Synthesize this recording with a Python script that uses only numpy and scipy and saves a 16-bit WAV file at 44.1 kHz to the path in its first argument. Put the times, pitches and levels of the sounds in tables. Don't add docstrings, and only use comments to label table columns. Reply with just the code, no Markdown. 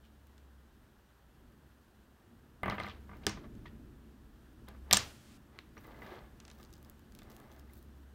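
import sys
import numpy as np
from scipy import signal
from scipy.fft import rfft, irfft, next_fast_len
from scipy.io import wavfile
from scipy.ndimage import uniform_filter1d, map_coordinates

SR = 44100
rng = np.random.default_rng(int(sys.argv[2]) if len(sys.argv) > 2 else 0)


def decibels_to_gain(level_db):
    exponent = np.asarray(level_db, float) / 20
    return 10 ** exponent


def transcribe(u):
    v = np.clip(np.atleast_2d(u).T, -1, 1)
    q = np.round(v * 32767).astype(np.int16)
    wavfile.write(sys.argv[1], SR, q)


N = 359018
TOP_HZ = 15850
T = np.arange(SR // 2) / SR


def unit(x):
    return x / np.sqrt(np.mean(x ** 2) + 1e-20)


def along(points, hz):
    f, value = np.transpose(points)
    return np.interp(np.log(hz + 1), np.log(f + 1), value)


def curves(rows, silent=None):
    s, *columns = np.transpose(rows)
    t = np.arange(N) / SR
    return [np.interp(t, s, column, silent, silent) for column in columns]


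def wobble(rate):
    knots = rng.standard_normal(int(N * rate / SR) + 4)
    return map_coordinates(knots, [np.arange(N) * rate / SR])


def noise(spectrum, grit_db, rate):
    m = next_fast_len(N + 8192)
    hz = np.fft.rfftfreq(m, 1 / SR)
    gritty = rng.standard_normal(N) * decibels_to_gain(grit_db * wobble(rate))
    colour = decibels_to_gain(along(spectrum, hz)) * (hz < TOP_HZ)
    return unit(irfft(rfft(gritty, m) * colour, m)[:N])


def ring(modes, rise, pitch=1, scatter_db=1.0, detune=0.027):
    hz, db, t60 = np.transpose(modes)[:, :, None]
    strength, shift = rng.standard_normal((2, len(modes), 1))
    t = T[:round(1.5 * t60.max() * SR)]
    decay = decibels_to_gain(db + scatter_db * strength - 60 * t / t60)
    waves = decay * np.sin(2 * np.pi * hz * pitch * (1 + detune * shift) * t)
    x = waves.sum(0) * (1 - np.exp(-t / rise))
    x = np.pad(x, (0, len(T) - len(t)))
    return x / np.abs(x).max()


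def crack(lo_hz, hi_hz, t60, order=2):
    band = signal.butter(order, [lo_hz, min(hi_hz, SR / 2.2)], "bandpass", fs=SR, output="sos")
    t = T[:SR // 10]
    push = .45 * rng.standard_normal(len(t)) * decibels_to_gain(-60 * t / t60)
    push[0] = np.sqrt(SR / (hi_hz - lo_hz)) / 2
    x = np.pad(signal.sosfilt(band, push), (0, len(T) - len(t)))
    return x / np.abs(x).max()


# (f/Hz, t60/s)
ROOM_T60 = [(200, 0.68), (1500, 0.33), (5000, 0.24), (12000, 0.17)]
# (f/Hz, level/dB)
ROOM_COLOUR = [(200, -5), (1500, 1), (7000, -0.5), (9000, -4.5), (16000, -6.5)]


def room(x, wet_db):
    hz, t, z = signal.stft(rng.standard_normal(len(T)), SR, nperseg=256)
    decay_db = along(ROOM_COLOUR, hz)[:, None] - 60 * t / along(ROOM_T60, hz)[:, None]
    z = z * (hz < TOP_HZ)[:, None] * decibels_to_gain(decay_db)
    tail = signal.istft(z, SR, nperseg=256)[1][:len(T)]
    tail = tail * (1 - np.exp(-T / .003))
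    colour = np.sqrt(np.abs(uniform_filter1d(np.abs(rfft(x)) ** 2, size=1200)))
    return x + decibels_to_gain(wet_db) * irfft(rfft(tail / np.linalg.norm(tail)) * colour, len(T))


def add(track, s, x):
    track[round(s * SR):][:len(x)] += x


# (t/s, level/dB)
RUMBLE_LEVEL = [(0, -62), (.68, -64), (1.68, -61.5), (2.6, -60), (2.67, -41.5), (2.81, -55.5),
                (3.35, -48.5), (3.74, -52), (4.3, -56), (4.87, -55.5), (5.05, -57.5), (5.5, -56.5),
                (6.12, -54), (7.09, -57), (7.8, -53.5), (8.14, -62)]
# (f/Hz, level/dB per Hz)
RUMBLE_SPECTRUM = [(12, -47.5), (20, -18), (31, -3.5), (48, -1.5), (97, -5.5), (135, -4.5), (179, -11),
                   (218, -2.5), (255, -8), (340, -9.5), (471, -21.5), (513, -31), (600, -22.5),
                   (780, -54.5), (1320, -120)]
# (t/s, f/Hz, level/dB)
DRONE_PATH = [(0, 68.1, -62.5), (.63, 67.7, -59), (.77, 64.1, -73), (1.43, 63.25, -65.5), (2.4, 68.2, -73),
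              (2.7, 79.6, -69), (2.86, 73.3, -62), (2.95, 68.1, -55.5), (4.05, 61, -59.5),
              (4.5, 59.85, -61.5), (4.97, 72, -49), (5.17, 72, -67.5), (5.9, 60.17, -63.5),
              (6.76, 68.9, -59.5), (7.07, 76.5, -63.5), (7.46, 70, -74.5), (7.62, 70.2, -56),
              (8.14, 67.8, -57)]
# (f/Hz, level/dB per Hz)
HISS_SPECTRUM = [(200, -39.5), (400, -2), (550, -4.5), (900, -5.5), (1700, -6.5), (2200, -15.5),
                 (3000, -14), (4800, -20), (7500, -23), (9000, -22), (10500, -26), (12500, -20.5),
                 (15000, -24.5), (15750, -25)]
# (t/s, level/dB)
HISS_DRIFT = [(0, 0), (2.6, 0), (2.9, 2.5), (4.2, .5), (4.9, 2), (5.6, 0.6), (6.1, 2), (8.14, 1)]
# (t/s, level/dB)
LIFT_LEVEL = [
    (4.95, -49),
    (5.1, -61),
    (5.2, -66.5),
    (5.37, -67.5),
    (5.39, -93.5),
]
# (f/Hz, level/dB per Hz)
LIFT_SPECTRUM = [(500, -120), (1200, 4), (3000, 5), (8000, 0), (15700, -9), (15950, -120)]


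def house():
    rumble_db, = curves(RUMBLE_LEVEL)
    rumble = decibels_to_gain(rumble_db - 2.33) * noise(RUMBLE_SPECTRUM, grit_db=1.5, rate=6)
    hz, drone_db = curves(DRONE_PATH)
    phase = 2 * np.pi * np.cumsum(hz + 1.6 * wobble(6.0)) / SR
    drone = np.sqrt(2) * decibels_to_gain(drone_db + 0.45 * wobble(5.9)) * np.sin(phase)
    drift_db, = curves(HISS_DRIFT)
    hiss = decibels_to_gain(drift_db - 70) * noise(HISS_SPECTRUM, grit_db=.3, rate=40)
    lift_db, = curves(LIFT_LEVEL, -120)
    lift = decibels_to_gain(lift_db) * noise(LIFT_SPECTRUM, grit_db=0.43, rate=49)
    return rumble + drone + hiss + lift


def strokes(rows):
    fade_db = 23
    t = np.arange(N) / SR
    gain = np.zeros(N)
    for s, push, hold, run_out, db in rows:
        corners = np.cumsum([s, push, hold, run_out])
        gain += decibels_to_gain(np.interp(t, corners, [db - fade_db, db, db, db - fade_db], -120, -120))
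    return gain


# (start t/s, push t/s, hold t/s, run-out t/s, level/dB)
DRAGS = [(3.1, 0.037, 0.022, 0.07, -63.5), (3.2, 0.037, 0.017, 0.012, -58.5),
         (3.43, 0.012, 0.0098, 0.044, -57.5), (4.66, 0.023, 0.018, 0.086, -58),
         (4.86, 0.065, 0.0074, 0.0068, -48.5), (5.42, 0.14, 0.034, 0.031, -63),
         (5.76, 0.012, 0.0082, 0.034, -57), (5.8, 0.043, .16, 0.026, -58.5), (6, 0.026, 0.14, 0.2, -53.5),
         (6.4, 0.032, 0.095, 0.082, -69), (6.55, 0.052, .02, 0.23, -65), (6.83, .03, 0.019, 0.13, -68.5),
         (7.08, 0.041, 0.049, .06, -77), (7.17, 0.11, 0.26, 0.22, -62.5),
         (7.68, 0.021, 0.018, 0.049, -78.5)]
# (f/Hz, level/dB per Hz)
SCRAPE_SPECTRUM = [(150, -27), (250, -9), (359, 6), (488, 3), (853, 1.5), (1050, -4), (1180, 2.5),
                   (1400, -7.5), (1700, -1), (1860, -9.5), (2030, -4), (2300, -13), (3200, -24),
                   (7000, -34.5), (9100, -70), (15400, -120)]
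# (start t/s, push t/s, hold t/s, run-out t/s, level/dB)
RUBS = [
    (.02, 0.024, .02, .04, -73),
    (2.69, .01, .03, .06, -63),
    (2.78, .01, .12, .08, -57),
    (3.23, .008, .015, .01, -66),
    (3.27, .01, 0.052, 0.13, -62),
    (3.65, .008, 0.019, .03, -63),
]
# (f/Hz, level/dB per Hz)
GRIND_SPECTRUM = [(1500, -60), (2200, -2), (3300, 0), (4400, -7), (6500, -22), (12000, -60)]
# (start t/s, push t/s, hold t/s, run-out t/s, level/dB)
RUSTLES = [(2.62, 0.026, 0.11, 0.065, -74), (2.77, 0.028, 0.084, .06, -77), (5.72, 0.077, 0.053, 0.23, -74),
           (5.9, 0.13, 0.086, 0.22, -73), (6.42, 0.14, 0.07, 0.059, -73.5), (6.71, 0.021, .01, 0.035, -74),
           (6.76, 0.13, 0.0047, 0.052, -81), (7.05, 0.13, .01, 0.13, -80), (7.29, 0.013, .02, 0.22, -70.5),
           (7.51, 0.017, .01, 0.048, -73), (7.57, 0.024, .005, .02, -71), (7.66, 0.087, 0.042, .1, -71.5),
           (7.9, 0.081, .01, 0.08, -84.5)]
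# (f/Hz, level/dB per Hz)
SKIN_SPECTRUM = [(2500, -120), (3500, -3.5), (7000, -9), (10500, -8), (14500, 0.5), (15800, -2)]


def friction():
    firm_db, grind_db, grind_growth = -52, -12, 1.6
    drag = strokes(DRAGS) * decibels_to_gain(.8 * wobble(40))
    scrape = drag * noise(SCRAPE_SPECTRUM, grit_db=2.2, rate=500)
    pressed = decibels_to_gain(firm_db + grind_db) * (drag / decibels_to_gain(firm_db)) ** grind_growth
    grind = (pressed + strokes(RUBS)) * noise(GRIND_SPECTRUM, grit_db=3, rate=300)
    rustle = strokes(RUSTLES) * noise(SKIN_SPECTRUM, grit_db=3.5, rate=330)
    return scrape + grind + rustle


# (t/s, peak level/dB, brightness level/dB)
TAP_EVENTS = [(0.0511, -59, -4), (0.27, -62, 9), (0.38, -53, -10), (3.1524, -69, -4), (3.1692, -58, 6),
              (3.5524, -57, -18), (4.686, -46, 2), (5.6914, -64, -8.5), (5.8444, -58, -3),
              (5.8694, -58.5, 6), (6.0664, -52, -12), (6.1562, -59, -26.5), (6.4017, -43, -21.5),
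              (6.4516, -44, -23), (6.4802, -43.5, -28), (6.501, -45.5, -22), (6.5141, -46, -22),
              (6.5997, -57, -14), (6.994, -57, 3), (7.1624, -60.5, -7), (7.1894, -41, -4), (7.232, -54, 2),
              (7.5634, -56, -4), (7.7348, -56, 10), (7.7694, -59, -9)]
# (t/s, peak level/dB, brightness level/dB)
CORD_TICKS = [(6.5874, -60, -11.5), (6.6124, -55, -13), (6.6298, -45, -8), (6.6384, -54, 3),
              (6.6497, -48, -24.5), (6.7053, -55, -18), (6.659, -58, -15), (6.7283, -47, -10),
              (6.7362, -53, 7), (6.7386, -44.5, -19), (6.78, -58, 2), (6.7544, -51, -20),
              (6.7667, -54.5, -17), (6.8279, -52, 5), (6.848, -50, -2), (6.8977, -51, 11),
              (7.122, -50.5, -5), (7.1507, -43, -3), (7.219, -52, -12), (7.3005, -52, 3), (7.3053, -51, -1),
              (7.3174, -48, -14), (7.3655, -46, 3), (7.4011, -52, 1), (7.5168, -51, -7), (7.525, -55, -2),
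              (7.328, -63, 1), (7.352, -61, -10), (7.755, -67, 11), (7.777, -62, 11), (7.79, -60.5, 7),
              (7.596, -49, 2), (7.8274, -61, 12)]
# (t/s, peak level/dB, brightness level/dB)
NAIL_FLICK = [
    (5.5889, -52, -4),
]


def ticks():
    track = np.zeros(N + SR)
    kinds = (TAP_EVENTS, -5.5, .036), (CORD_TICKS, -32, .036), (NAIL_FLICK, 20, .0015)
    for rows, body_db, body_s in kinds:
        for s, db, top_db in rows:
            click = crack(3100, 7200, 0.0056)
            top = decibels_to_gain(top_db) * crack(9900, 17800, 0.0059)
            body = decibels_to_gain(body_db) * crack(950, 3700, body_s)
            add(track, s, decibels_to_gain(db) * room(click + top + body, wet_db=-14.0))
    return track[:N]


# (t/s, f/Hz, peak level/dB, t60/s)
SHORT_NOTES = [(2.633, 8100, -57, .008), (2.6588, 9300, -57, .006), (2.681, 6300, -58, .008),
               (2.699, 5500, -46, 0.0094), (2.7965, 10100, -61, .01), (2.8004, 8340, -52, 0.011),
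               (2.8005, 2070, -34, 0.038), (2.866, 2080, -40, 0.029), (2.6995, 2030, -34.5, 0.034),
               (2.7835, 2670, -47, .015), (2.811, 5900, -60, 0.022), (2.866, 7400, -63, .006),
               (2.867, 10860, -66, .01), (2.877, 7300, -64, .006), (3.2665, 1750, -26.5, 0.018),
               (3.2667, 3070, -36, .012), (3.2667, 5020, -27, 0.015), (3.2668, 10800, -33, 0.0056),
               (3.2668, 6070, -32, 0.015), (3.658, 2030, -55, 0.046), (3.668, 1900, -50.5, 0.058),
               (4.672, 3200, -62, 0.0093), (4.6815, 2780, -59, 0.0097), (4.682, 8200, -72, .008),
               (4.9106, 12170, -33, 0.0079), (4.9106, 3730, -22.5, .01), (4.9112, 6245, -40.5, 0.011),
               (4.916, 1960, -29, .015), (4.9289, 14200, -22.5, .004), (4.9331, 7400, -17.5, .016),
               (4.9333, 12070, -24, .006), (4.9435, 7380, -24, 0.022), (4.955, 13800, -40.5, 0.0088),
               (4.9709, 8500, -21, 0.017), (4.9718, 1714, -27, 0.028), (4.971, 14450, -27.5, 0.0054),
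               (5.5892, 2000, -44, 0.0063), (5.5891, 3900, -44.5, 0.006), (5.593, 3940, -54.5, 0.013),
               (5.77, 1815, -52, 0.027), (5.78, 5780, -58, 0.036), (5.846, 2030, -58, 0.051),
               (5.944, 2030, -54.5, 0.029), (6.021, 1990, -45, 0.052), (7.698, 2060, -58.5, 0.031)]


def pings():
    track = np.zeros(N + SR)
    for s, hz, db, t60 in SHORT_NOTES:
        add(track, s, decibels_to_gain(db) * ring([(hz, 0, t60)], 0.00035, detune=0))
    return track[:N]


# (t/s, shelf level/dB, clack level/dB, edge level/dB, bead f/Hz)
LANDINGS = [(2.6328, -22.5, -52.5, -42, 3800), (2.6587, -25, -54, -47, 4100), (2.6804, -21, -65, -50, 3970),
            (2.6989, -27, -40, -44, 4000), (2.71, -32, -42, -61, 2960), (2.722, -26.5, -66, -51, 3480),
            (2.743, -34, -61, -68, 3940), (2.782, -28.5, -48, -72, 2650), (2.8, -28, -43.5, -58, 3200),
            (2.809, -32, -52, -59, 3240), (2.8351, -38, -44, -57, 4000), (2.845, -32, -62, -71, 2900),
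            (2.8652, -37.5, -65, -56, 4000), (2.877, -38, -57, -70, 3100), (2.8851, -38, -50, -64, 3770),
            (2.898, -41, -64, -67, 3500)]
# (t/s, shelf level/dB, clack level/dB)
NUDGED = [(3.093, -41.5, -89), (3.114, -42.5, -90), (3.132, -43, -80), (3.373, -40, -68),
          (3.656, -41.5, -68), (4.6817, -44, -58), (4.748, -50.5, -72), (5.769, -45.5, -63),
          (5.946, -54, -76), (6.019, -41.5, -62), (6.6, -50, -66), (7.219, -49, -57), (7.399, -51, -72),
          (7.695, -60, -73)]
# (t/s, shelf level/dB, clack level/dB, bead f/Hz, thump level/dB)
TUMBLES = [(3.2667, -23.5, -19.5, 5630, -30.5), (3.277, -30, -55, 5970, -56), (3.2947, -33, -37, 5600, -43),
           (4.9110, -24.5, -20, 3230, -37.5), (4.9231, -34, -36.5, 3000, -48.5),
           (4.9285, -22, -10, 5600, -40), (4.9319, -30, -20.5, 3740, -41), (4.9327, -20, -9.5, 6400, -31.5),
           (4.934, -27, -14, 3660, -40.5), (4.9442, -36, -28.5, 5279, -44.5),
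           (4.9446, -34.5, -23.5, 3740, -47), (4.9685, -35, -25, 3990, -51.5),
           (4.9696, -41.5, -25.5, 3086, -43.5), (4.971, -27.5, -18.5, 6400, -39),
           (5.778, -48, -51, 2270, -56)]


def contacts():
    rows = []
    for s, shelf, clack, edge, hz in LANDINGS:
        rows.append((s, shelf, clack, edge, shelf - 12, hz))
    for s, shelf, clack in NUDGED:
        small_bead_hz = 3640 * (1 + 0.04 * rng.standard_normal())
        rows.append((s, shelf, clack, clack - 16, shelf - 6.5, small_bead_hz))
    for s, shelf, clack, hz, thump in TUMBLES:
        rows.append((s, shelf, clack, clack - 9, thump, hz))
    return rows


# (f/Hz, level/dB, t60/s)
SHELF_MODES = [(652, -6, 0.019), (790, 2, 0.014), (982, -7.5, 0.056), (1190, 1, 0.033), (1526, -4.5, 0.032),
               (1750, -5.5, 0.028), (2030, -7, 0.041), (2600, -15, 0.0076), (3200, -12.5, .012)]


def shelf_knock(shelf_db, bead_db):
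    crisp = np.clip((bead_db - shelf_db + 40) / 30, 0, 1)
    soft = signal.butter(N=3, Wn=2100 * (1 + .7 * crisp), fs=SR, output="sos")
    tone = ring(SHELF_MODES, rise=.0003, scatter_db=2.5, detune=.02)
    blur = .4 * crack(450, 3600, .03)
    return decibels_to_gain(shelf_db) * signal.sosfilt(soft, tone + blur)


# (ratio to pitch, level/dB, t60/s)
BEAD_MODES = [(1, 0, .009), (.8, -12, .006), (1.52, -14, .007), (2.12, -20, .007)]


def bead_clack(bead_db, hz):
    hard = np.clip((bead_db + 45) / 25, 0, 1)
    tone = (1.7 - 1.4 * hard) * ring(BEAD_MODES, .0002, hz, scatter_db=1.5, detune=.01)
    lo_hz, hi_hz = (.8 - .25 * hard) * hz, (1.25 + .2 * hard) * hz
    bead = tone + (.5 + .5 * hard) * crack(lo_hz, hi_hz, .0045, order=4)
    return decibels_to_gain(bead_db + 5) * bead / np.abs(bead).max()


# (f/Hz, level/dB, t60/s)
BENDING_MODES = [(94.5, -3, 0.33), (125, -2, 0.27), (199.4, 1, 0.24), (361, -1.5, 0.06), (453, -5.5, 0.11)]
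# (f/Hz, level/dB, t60/s)
DRUM_MODES = [(405, 1.5, 0.048), (320, -6.5, 0.11)]


def knocks():
    track = np.zeros(N + SR)
    for s, shelf_db, bead_db, edge_db, thump_db, hz in contacts():
        edge = decibels_to_gain(edge_db) * crack(9300, 15800, .004)
        hit = shelf_knock(shelf_db, bead_db) + bead_clack(bead_db, hz) + edge
        thump = decibels_to_gain(thump_db - 1.0) * ring(BENDING_MODES, 0.0018)
        add(track, s, room(hit, wet_db=-11.0) + thump)
    flat_fall = decibels_to_gain(-27.5) * ring(DRUM_MODES, 0.0019, scatter_db=0.5, detune=0)
    add(track, 3.2668, flat_fall)
    return track[:N]


def scene():
    return (house() + friction() + ticks() + pings() + knocks())[None]


def top_cut(x):
    return signal.sosfilt(signal.butter(12, 16830, fs=SR, output="sos"), x)


def record(dry):
    limit = signal.butter(12, 16300, fs=SR, output="sos")
    mix = signal.sosfiltfilt(limit, dry)
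    return top_cut(mix)


dry = scene()
out = record(dry)
transcribe(out)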